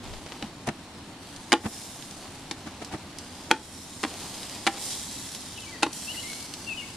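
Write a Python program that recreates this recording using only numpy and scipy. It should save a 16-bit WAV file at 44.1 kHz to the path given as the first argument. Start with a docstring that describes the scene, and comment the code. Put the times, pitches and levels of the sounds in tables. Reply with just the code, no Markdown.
"""Basting on a hot grill

Outdoors, a stereo pair close to the grill. A brush slaps, dabs and drags sauce over a paper sheet,
and each slap knocks the sheet against the grate. Sauce boils on the hot metal in a sizzle of tiny
steam bubbles, spitting now and then. Late on, a small bird off to the left sings three short
phrases over a distant low rumble."""
import sys
import numpy as np
from scipy import signal
from scipy.fft import rfft, irfft
from scipy.io import wavfile
from scipy.ndimage import uniform_filter1d

SR = 44100
rng = np.random.default_rng(int(sys.argv[2]) if len(sys.argv) > 2 else 0)


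def wav_record(signal):
    """Record a signal, one row per channel, as 16-bit PCM in the file named by sys.argv[1]."""
    frames = np.transpose(np.atleast_2d(signal))
    bounded = np.clip(frames, -1, 1)
    # unit amplitude maps onto the largest positive 16-bit level
    quanta = np.round(bounded * 32767).astype(np.int16)
    wavfile.write(sys.argv[1], SR, quanta)


N = 306936
TIME = np.arange(N) / SR


def amp(db):
    """Decibels to gain."""
    return 10 ** (np.asarray(db) / 20)


def unit_rms(x):
    """Scales to rms 1."""
    return x / np.sqrt(np.mean(x ** 2) + 1e-20)


def at_level(x, db):
    """Scales a short sound as if all its energy fell in a hundredth of a second at this level."""
    return x * amp(db) * np.sqrt(SR / 100 / (np.sum(x ** 2) / 2 + 1e-20))


def curve_at(points, hz):
    """Joins (Hz, value) points by straight lines over log frequency."""
    point_hz, value = np.transpose(points)
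    return np.interp(np.log(hz + 1), np.log(point_hz + 1), value)


def add(mix, start_s, sound):
    """Mixes a stereo sound in at its start time."""
    part = mix[:, max(round(start_s * SR), 0):][:, :sound.shape[1]]
    part += sound[:, :part.shape[1]]


def coloured(x, spectrum, tilt_db=0, size=2048):
    """Causal filter with the given spectrum, tilted in dB per octave."""
    hz = abs(np.fft.fftfreq(size, 1 / SR))
    octaves = np.log2(np.maximum(hz, 250) / 1000)
    log_gain = np.log(amp(curve_at(spectrum, hz) + tilt_db * octaves))
    taps = np.fft.ifft(np.exp(np.conj(signal.hilbert(log_gain)))).real  # minimum phase
    return signal.fftconvolve(x, taps[None], axes=1)[:, :x.shape[1]]


def paired(x, likeness):
    """Turns two unrelated signals into left and right microphones, alike by frequency."""
    alike = np.clip(curve_at(likeness, np.fft.rfftfreq(x.shape[1], 1 / SR)), -1, 1)
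    mid, side = rfft(x) * np.sqrt([(1 + alike) / 2, (1 - alike) / 2])
    return irfft(np.array([mid + side, mid - side]), x.shape[1])


def grains(per_s, spread_db, size=N):
    """Two trains of tiny random clicks, a few larger than the rest."""
    heights = amp(spread_db * np.minimum(rng.exponential(1, (2, size)), 5))
    signs = rng.choice([-1, 1], (2, size))
    return unit_rms(heights * signs * (rng.random((2, size)) < per_s / SR))


def waver(rate_hz, size=N):
    """Random wandering of rms 1, no faster than the given rate."""
    slow = np.fft.rfftfreq(N, 1 / SR) < rate_hz
    return unit_rms(irfft(rfft(rng.standard_normal(N)) * slow, N))[:size]


def swell(start_s, rise_s):
    """A smooth rise from 0 to 1."""
    return np.sin(np.pi / 2 * np.clip((TIME - start_s) / rise_s, 0, 1)) ** 2


# The open air around the grill. Each row: frequency in Hz, gain in dB.
AIR_SPECTRUM = [(20, -12.5), (40, -14.5), (85, -2), (135, -5.5), (280, -2), (430, -13), (650, -13),
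                (900, -11.5), (1300, -17), (2500, -20), (4200, -20.5), (8000, -45), (15000, -59)]
# Dull sounds across the pair. Each row: frequency in Hz, left-right likeness from 0 to 1.
DULL_LIKENESS = [(25, 0.64), (60, 0.99), (130, 0.99), (300, 0.99), (630, 0.89), (1400, 0.81), (3000, 0.096),
                 (6500, 0), (15000, 0)]
def outdoors(air_db=-44.5, puff_s=.12, puff_db=-41, puff_width_s=0.054):
    """Distant rumble, and one puff of air on the microphone."""
    air = unit_rms(coloured(paired(rng.standard_normal((2, N)), DULL_LIKENESS), AIR_SPECTRUM, size=8192))
    lowpass = signal.butter(2, 70, fs=SR, output="sos")
    puff = unit_rms(signal.sosfilt(lowpass, rng.standard_normal((2, N))))
    puff_shape = np.exp(-.5 * ((TIME - puff_s) / puff_width_s) ** 2)
    return air * amp(air_db + 0.37 * waver(12)) + puff * amp(puff_db) * puff_shape


# Sauce reaches the hot metal, boils up and dries off. 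Each row: start, rise and hold in seconds,
# level in dB, fade in dB per second, brightness in dB per octave.
BOIL_UPS = [(0, .1, 0.28, -58.5, 33, 2), (1.185, 0.051, 0.25, -51, 13, -2.5),
            (1.546, 0.19, 0.094, -41, 24, 2), (3.138, .08, 0.29, -49.5, 3, -3),
            (3.538, 0.16, 0.38, -46, 5, 1), (4.053, 0.16, 0.079, -43.5, 5.5, 0.3),
            (4.72, .16, 0.035, -34, 40, 0.6), (4.99, 0.19, .13, -42, 16.5, 0.7),
            (5.896, .05, .37, -39, 33, 1.2), (6.496, 0.1, .3, -47.5, 15, -.5)]
def boiling(simmer_db=-54, simmer_tilt_db=-2.5, dulling_db_per_s=2.5):
    """Level and brightness of a steady simmer plus the boil-ups, the loudest setting the colour."""
    power = amp(simmer_db) ** 2
    weighted_tilt = power * simmer_tilt_db
    for start_s, rise_s, hold_s, db, fade_db_per_s, tilt_db in BOIL_UPS:
        age = np.maximum(TIME - start_s - rise_s, 0)
        fade_db = fade_db_per_s * np.maximum(age - hold_s, 0)
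        boil_power = (swell(start_s, rise_s) * amp(db - fade_db)) ** 2
        power += boil_power
        weighted_tilt += boil_power * (tilt_db - dulling_db_per_s * age)  # the finest bubbles go first
    return np.sqrt(power), weighted_tilt / power


def near_reflections(x, delay_s=.0007, drift=0.13, echo_db=-13, count=3):
    """Short echo paths drift as the boiling spot moves, so the hiss has shifting resonances."""
    out = x
    for path_s in delay_s * np.geomspace(1, 4.7, count):
        delayed_time = TIME - path_s - drift * delay_s * waver(.6)
        out = out + amp(echo_db) * np.array([np.interp(delayed_time, TIME, side) for side in x])
    return out


# The hiss from close by. Each row: frequency in Hz, gain in dB.
SIZZLE_SPECTRUM = [(300, -38), (1200, -16), (2400, -7.5), (4400, 1), (6500, 0.5), (8000, 1), (10000, -1.5),
                   (12000, -9.5), (14000, -15.5), (15000, -39)]
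# Crisp sounds across the pair. Each row: frequency in Hz, left-right likeness from 0 to 1.
CRISP_LIKENESS = [(300, 1), (1400, 0.95), (3000, 0.93), (4500, 0.57), (7000, 0.083), (15000, 0.13)]
def sizzle(flutter_db=0.54, patchy_db=1.23):
    """Thousands of steam bubbles burst each second, in shifting clusters; fresh sauce is louder."""
    level, tilt_db = boiling()
    bursts = paired(grains(per_s=16000, spread_db=4), CRISP_LIKENESS)
    bubbles = near_reflections(coloured(bursts, SIZZLE_SPECTRUM))
    hz, t, bands = signal.stft(unit_rms(bubbles), SR, nperseg=512)
    octaves = np.log2(np.maximum(hz, 1500) / 6500)
    clusters = uniform_filter1d(rng.standard_normal((len(t), len(hz))), size=24, axis=0)  # over time
    clusters = unit_rms(uniform_filter1d(clusters, size=7, axis=1)).T  # over frequency
    band_db = octaves[:, None] * np.interp(t, TIME, tilt_db) + patchy_db * clusters
    fizz = signal.istft(bands * amp(band_db), SR, nperseg=512)[1][:, :N]
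    return fizz * level * amp(flutter_db * waver(40))


# Brush strokes over the wet paper. Each row: start and length in seconds, level in dB.
BRUSH_STROKES = [(0.014, 0.2, -44.5), (0.251, 0.19, -44.5), (0.687, 0.66, -58), (1.693, 0.52, -47),
                 (2.196, 0.45, -49), (2.65, 0.92, -50), (4.04, 0.7, -43.5), (4.725, 0.23, -43.5),
                 (5.88, 1.0, -51.5)]
def brush_pressure(press_s=0.043, ease_db=-4, lift_s=0.09):
    """Every stroke presses in, eases off as the brush empties, and lifts."""
    pressure = np.zeros(N)
    for start_s, length_s, db in BRUSH_STROKES:
        contact = swell(start_s, press_s) * (1 - swell(start_s + length_s, lift_s))
        progress = np.clip((TIME - start_s) / length_s, 0, 1)
        pressure += contact * amp(db + ease_db * progress)
    return pressure


# Bristles rubbing near the microphones. Each row: frequency in Hz, gain in dB.
DRAG_SPECTRUM = [(100, -21), (350, 2), (600, -1.5), (800, 4), (1100, -2.5), (1500, -8.5), (2200, -5.5),
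                 (3100, -5), (4500, -6.5), (9000, -13.5), (15000, -30)]
def drag(tack_db=-9, unsteady_db=1.5):
    """Wet bristles slip on the paper, and now and then a sticky one snaps free."""
    slips = coloured(paired(grains(per_s=4000, spread_db=2.9), CRISP_LIKENESS), DRAG_SPECTRUM)
    snaps = paired(grains(per_s=90, spread_db=2.5), CRISP_LIKENESS)
    tack = coloured(snaps, DRAG_SPECTRUM, tilt_db=4.5)
    rub = unit_rms(slips) + amp(tack_db) * unit_rms(tack)
    return rub * brush_pressure() * amp(unsteady_db * waver(40))


# Spits and ticks across the grill. Each row: start in seconds, level in dB,
# brightness in dB per octave, left over right in dB.
SAUCE_SPITS = [(0.1374, -41.5, -10, 0), (0.2633, -39.5, -9.5, 1), (0.3214, -39, -8.5, 1),
               (0.673, -40, 8, 0), (1.3627, -43.5, 0, 0), (2.0245, -43.5, -4.5, -10), (2.1105, -41.5, 4, 0),
               (2.8476, -39, 3, 0), (3.186, -37, 2.5, -1), (4.4316, -40, -5, -2), (4.4972, -42, 2, 4),
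               (5.3493, -37, 1, -1), (5.931, -37, 5, 2), (6.3326, -40, -2, 0), (6.4266, -41, 8, 4),
               (6.5386, -35.5, 0.5, 1)]
# Their thin, bright tone. Each row: frequency in Hz, gain in dB.
SPIT_SPECTRUM = [(200, -31), (1500, -5), (3500, 4), (6000, 4.5), (10000, -4), (15000, -29)]
def spits(burst_s=0.00035, fizz_s=0.0064, size=4096):
    """Sauce spits or the paper ticks: a tiny burst with a short fizz behind it."""
    out, t = np.zeros((2, N)), np.arange(size) / SR
    shape = np.exp(-t / burst_s) + 0.34 * np.exp(-t / fizz_s)
    for start_s, db, tilt_db, pan_db in SAUCE_SPITS:
        burst = paired(rng.standard_normal((2, size)) * shape, CRISP_LIKENESS)
        spit = at_level(coloured(burst, SPIT_SPECTRUM, tilt_db), db)
        add(out, start_s, spit * amp([[pan_db / 2], [-pan_db / 2]]))
    return out


def air_pop(push, hz, db, q):
    """Air squeezed from under the wet bristles gives each blow its own pitch."""
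    return push + amp(db) * signal.lfilter(*signal.iirpeak(hz, q, fs=SR), push)


# Modes of the sheet on its grate. Each row: base frequency in Hz, relative level in dB,
# seconds to fall 60 dB.
SHEET_MODES = [(250, -12.5, 0.14), (333.3, -0.5, 0.078), (472, -8.5, 0.055), (834, 4.5, 0.076),
               (866, -8.5, 0.049), (1200, -23, 0.05), (1402, -3, 0.053), (2400, 1.5, 0.02),
               (3050, -7, 0.024)]
def sheet_ring(pitch, tilt_db, size, low_cut_hz=205):
    """The sheet and grate ring after one knock; too small to push out deep bass."""
    t = np.arange(size) / SR
    ring = sum(amp(db + tilt_db * np.log2(hz) - 60 * t / t60) * np.sin(2 * np.pi * hz * pitch * t)
               for hz, db, t60 in SHEET_MODES)
    return signal.lfilter(*signal.butter(4, low_cut_hz, "high", fs=SR), ring) * np.ones((2, 1))


# Wet slaps right in front of the pair. Each row: start in seconds, crack level in dB, spatter decay in
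# seconds, brightness in dB per octave, air pop in Hz, then the sheet's ring: level in dB, pitch factor,
# brightness in dB per octave.
BRUSH_SLAPS = [(0.4253, -34, 0.0024, -1.5, 4200, -36, 0.98, -8.5),
               (1.5202, -15, 0.0059, -1, 1900, -25.5, 1, 3),
               (1.529, -14.5, 0.0024, 0, 1530, -14.5, 1.02, -7),
               (1.5372, -16.5, 0.0018, -4, 2900, -19.5, 1, 1),
               (2.5113, -29.5, 0.0053, .5, 4900, -34, 0.98, -6.5),
               (3.5071, -27, 0.0084, -6, 2400, -33, 1.02, -2),
               (3.5125, -15, 0.0035, -0.5, 2500, -12, 1.05, 3),
               (3.5248, -41, 0.0046, -11, 2500, -27, 1.08, -12),
               (4.0320, -33.5, 0.0013, 7, 1500, -31, 1.25, -4),
               (4.0367, -24, .005, -0.5, 1900, -24.5, 0.94, -9),
               (4.0494, -28.5, 0.0024, -4, 1100, -38, 1.16, 0.5),
               (4.667, -21.5, 0.0021, -1, 2070, -29.5, 1, 0), (4.6715, -19, 0.0058, -1, 1110, -38, 0.86, 8),
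               (4.6750, -29.5, 0.0033, 0, 1250, -19.5, 0.96, 1),
               (5.8243, -29, 0.015, 2, 3400, -33.5, 1.82, -6), (5.8308, -17, .0045, 0, 2640, -19, 1, 0),
               (5.8644, -27, 0.0042, -3.5, 990, -34, 1, -10)]
# The tone of the crack. Each row: frequency in Hz, gain in dB.
SLAP_SPECTRUM = [(30, -39), (130, -44), (280, 4.5), (620, -7.5), (1000, 1.5), (1500, 1), (2000, 0.5),
                 (2600, -1), (3500, -0.5), (5500, -6), (9500, -10), (12000, -23.5), (15000, -61)]
def slaps(rise_s=0.00023, clean_slap_s=.0011, size=8192):
    """The brush lands with a crack and knocks the sheet; bristles and sauce follow as a brief spatter."""
    out, t = np.zeros((2, N)), np.arange(size) / SR
    for start_s, crack_db, spatter_s, tilt_db, pop_hz, ring_db, pitch, ring_tilt_db in BRUSH_SLAPS:
        shape = (1 - np.exp(-t / rise_s)) * np.exp(-t / spatter_s)
        spatter = paired(grains(per_s=14000, spread_db=1, size=size) * shape, CRISP_LIKENESS)
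        spatter /= np.linalg.norm(spatter[0])
        # past clean_slap_s, a slap is more spatter than one clean click
        spatter_share = spatter_s ** 2 / (spatter_s ** 2 + clean_slap_s ** 2)
        push = np.sqrt(spatter_share) * spatter - np.sqrt(1 - spatter_share) * (t == 0)
        crack = coloured(air_pop(push, pop_hz, db=1.5, q=3.5), SLAP_SPECTRUM, tilt_db)
        ring = sheet_ring(pitch, ring_tilt_db, size)
        add(out, start_s, at_level(crack, crack_db) - at_level(ring, ring_db))
    return out


# Soft dabs on the paper. Each row: centre in seconds, level in dB, half length in seconds,
# brightness in dB per octave, air pop in Hz.
BRUSH_DABS = [(0.436, -30, 0.0098, -2, 240), (0.674, -33, 0.0048, 2.5, 800), (0.680, -25.5, .004, -.5, 710),
              (0.690, -26, 0.0021, 0, 780), (0.692, -25, 0.0055, -1, 160), (1.655, -27.5, 0.012, 0, 754),
              (1.663, -22, 0.0061, -1, 250), (2.674, -32.5, 0.0092, 0.5, 306),
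              (2.823, -33.5, 0.0062, 1.5, 500), (2.933, -33, 0.012, 2.5, 810),
              (2.946, -28, 0.009, -1.5, 290)]
# Their low, padded tone. Each row: frequency in Hz, gain in dB.
DAB_SPECTRUM = [(30, -10), (80, 2), (160, -1), (230, 6.5), (340, 1.5), (550, -11), (760, -1.5), (950, -8.5),
                (2000, -10.5), (4000, -19.5), (10000, -26.5), (15000, -66)]
def dabs(lead_s=.04, size=8192):
    """The soft bristles fold onto the sheet: a dull push that swells and fades."""
    out, t = np.zeros((2, N)), np.arange(size) / SR
    for centre_s, db, half_s, tilt_db, pop_hz in BRUSH_DABS:
        shape = np.exp(-.5 * ((t - lead_s) / half_s) ** 2)
        push = paired(grains(per_s=5000, spread_db=1, size=size) * shape, DULL_LIKENESS)
        dab = coloured(air_pop(push, pop_hz, db=4, q=4.1), DAB_SPECTRUM, tilt_db)
        add(out, centre_s - lead_s, at_level(dab, db))
    return out


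# Echoes off the grill and what stands near it. Each row: frequency in Hz, seconds to fall 60 dB.
ECHO_DECAY = [(150, 0.089), (400, 0.25), (1200, 0.19), (3000, 0.16), (10000, 0.14)]
def grill_echoes(x, gap_s=.004, size=16384):
    """Sparse echoes of random sign, each band dying at its own speed."""
    taps = rng.choice([-1., 1.], (2, size)) * (rng.random((2, size)) < .06)
    taps = paired(taps, CRISP_LIKENESS) * (np.arange(size) > gap_s * SR)
    hz, t, bands = signal.stft(taps, SR, nperseg=256)
    decay = amp(-60 * t / curve_at(ECHO_DECAY, hz)[:, None])
    tail = signal.istft(bands * decay, SR, nperseg=256)[1]
    return signal.fftconvolve(x, tail / np.linalg.norm(tail[0]), axes=1)[:, :N]


# A small bird farther off, to the left. Each row: start and length in seconds,
# first and last pitch in Hz, level in dB.
BIRD_NOTES = [(5.55, 0.053, 3050, 2940, -52.5), (5.574, 0.023, 2680, 2770, -45),
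              (5.61, 0.053, 3110, 2950, -51), (5.63, 0.023, 2820, 2450, -53),
              (5.651, 0.066, 2340, 2310, -52.5), (5.709, 0.074, 2100, 1880, -49),
              (6.062, 0.076, 2580, 3170, -40), (6.137, 0.031, 2050, 2030, -47.5),
              (6.163, .048, 2696, 3150, -41), (6.219, 0.065, 2160, 2120, -47.5),
              (6.263, .09, 2280, 2170, -48), (6.33, .16, 2280, 2284, -57), (6.655, .11, 2827, 2530, -38),
              (6.762, 0.061, 3120, 2730, -40), (6.81, 0.043, 2220, 2280, -48)]
def bird(sag=.018, wobble=.011, pan_db=7, wet_db=-6, t60=0.74):
    """Gliding, slightly unsteady whistles, trailing off among trees and walls."""
    out, t = np.zeros((2, N)), np.arange(SR) / SR
    for start_s, length_s, first_hz, last_hz, db in BIRD_NOTES:
        progress = np.linspace(0, 1, int(length_s * SR))
        hz = (first_hz + (last_hz - first_hz) * progress) * (1 - sag * np.sin(np.pi * progress))
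        hz *= 1 + wobble * (3000 / hz) ** 1.5 * waver(200, size=len(hz))  # low notes are hoarser
        note = unit_rms(np.sin(2 * np.pi * np.cumsum(hz) / SR) * signal.windows.tukey(len(hz), .7))
        add(out, start_s, note * amp(db + np.array([[pan_db], [-pan_db]]) / 2))
    tail = rng.standard_normal((2, SR)) * np.exp(-np.log(1000) * t / t60)
    return out + amp(wet_db) * signal.fftconvolve(out, tail / np.linalg.norm(tail[0]), axes=1)[:, :N]


# The lean of the microphone pair. Each row: frequency in Hz, left over right in dB.
PAIR_BALANCE = [(700, -0.04), (4300, 1), (7900, -2), (10000, -4.5), (12500, 3.5)]
def scene(echo_db=-15.5):
    """Brush and grill up close, the garden behind, all through one microphone pair."""
    blows = slaps() + dabs() + spits()
    mix = blows + amp(echo_db) * grill_echoes(blows) + sizzle() + drag() + bird() + outdoors()
    lean_db = curve_at(PAIR_BALANCE, np.fft.rfftfreq(N, 1 / SR))
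    return irfft(rfft(mix) * amp([lean_db / 2, -lean_db / 2]), N)


def record(dry, threshold_db=-22, recover_db_per_s=12, depth=0.34, ceiling=.92, top_hz=14450):
    """Gain control ducks a little after the loudest slaps; then overload and the band limit."""
    power = signal.lfilter(*signal.butter(1, 12, fs=SR), (dry ** 2).mean(0))
    recovery_db = TIME * recover_db_per_s
    held_db = np.maximum.accumulate(10 * np.log10(power + 1e-12) + recovery_db) - recovery_db
    over_db = np.maximum(held_db - threshold_db, 0)
    clipped = np.clip(dry * amp(-depth * over_db), -ceiling, ceiling)
    lowpass = signal.firwin(511, top_hz, window=("kaiser", 9), fs=SR)
    return signal.oaconvolve(clipped, lowpass[None], "same")


dry = scene()
out = record(dry)
wav_record(out)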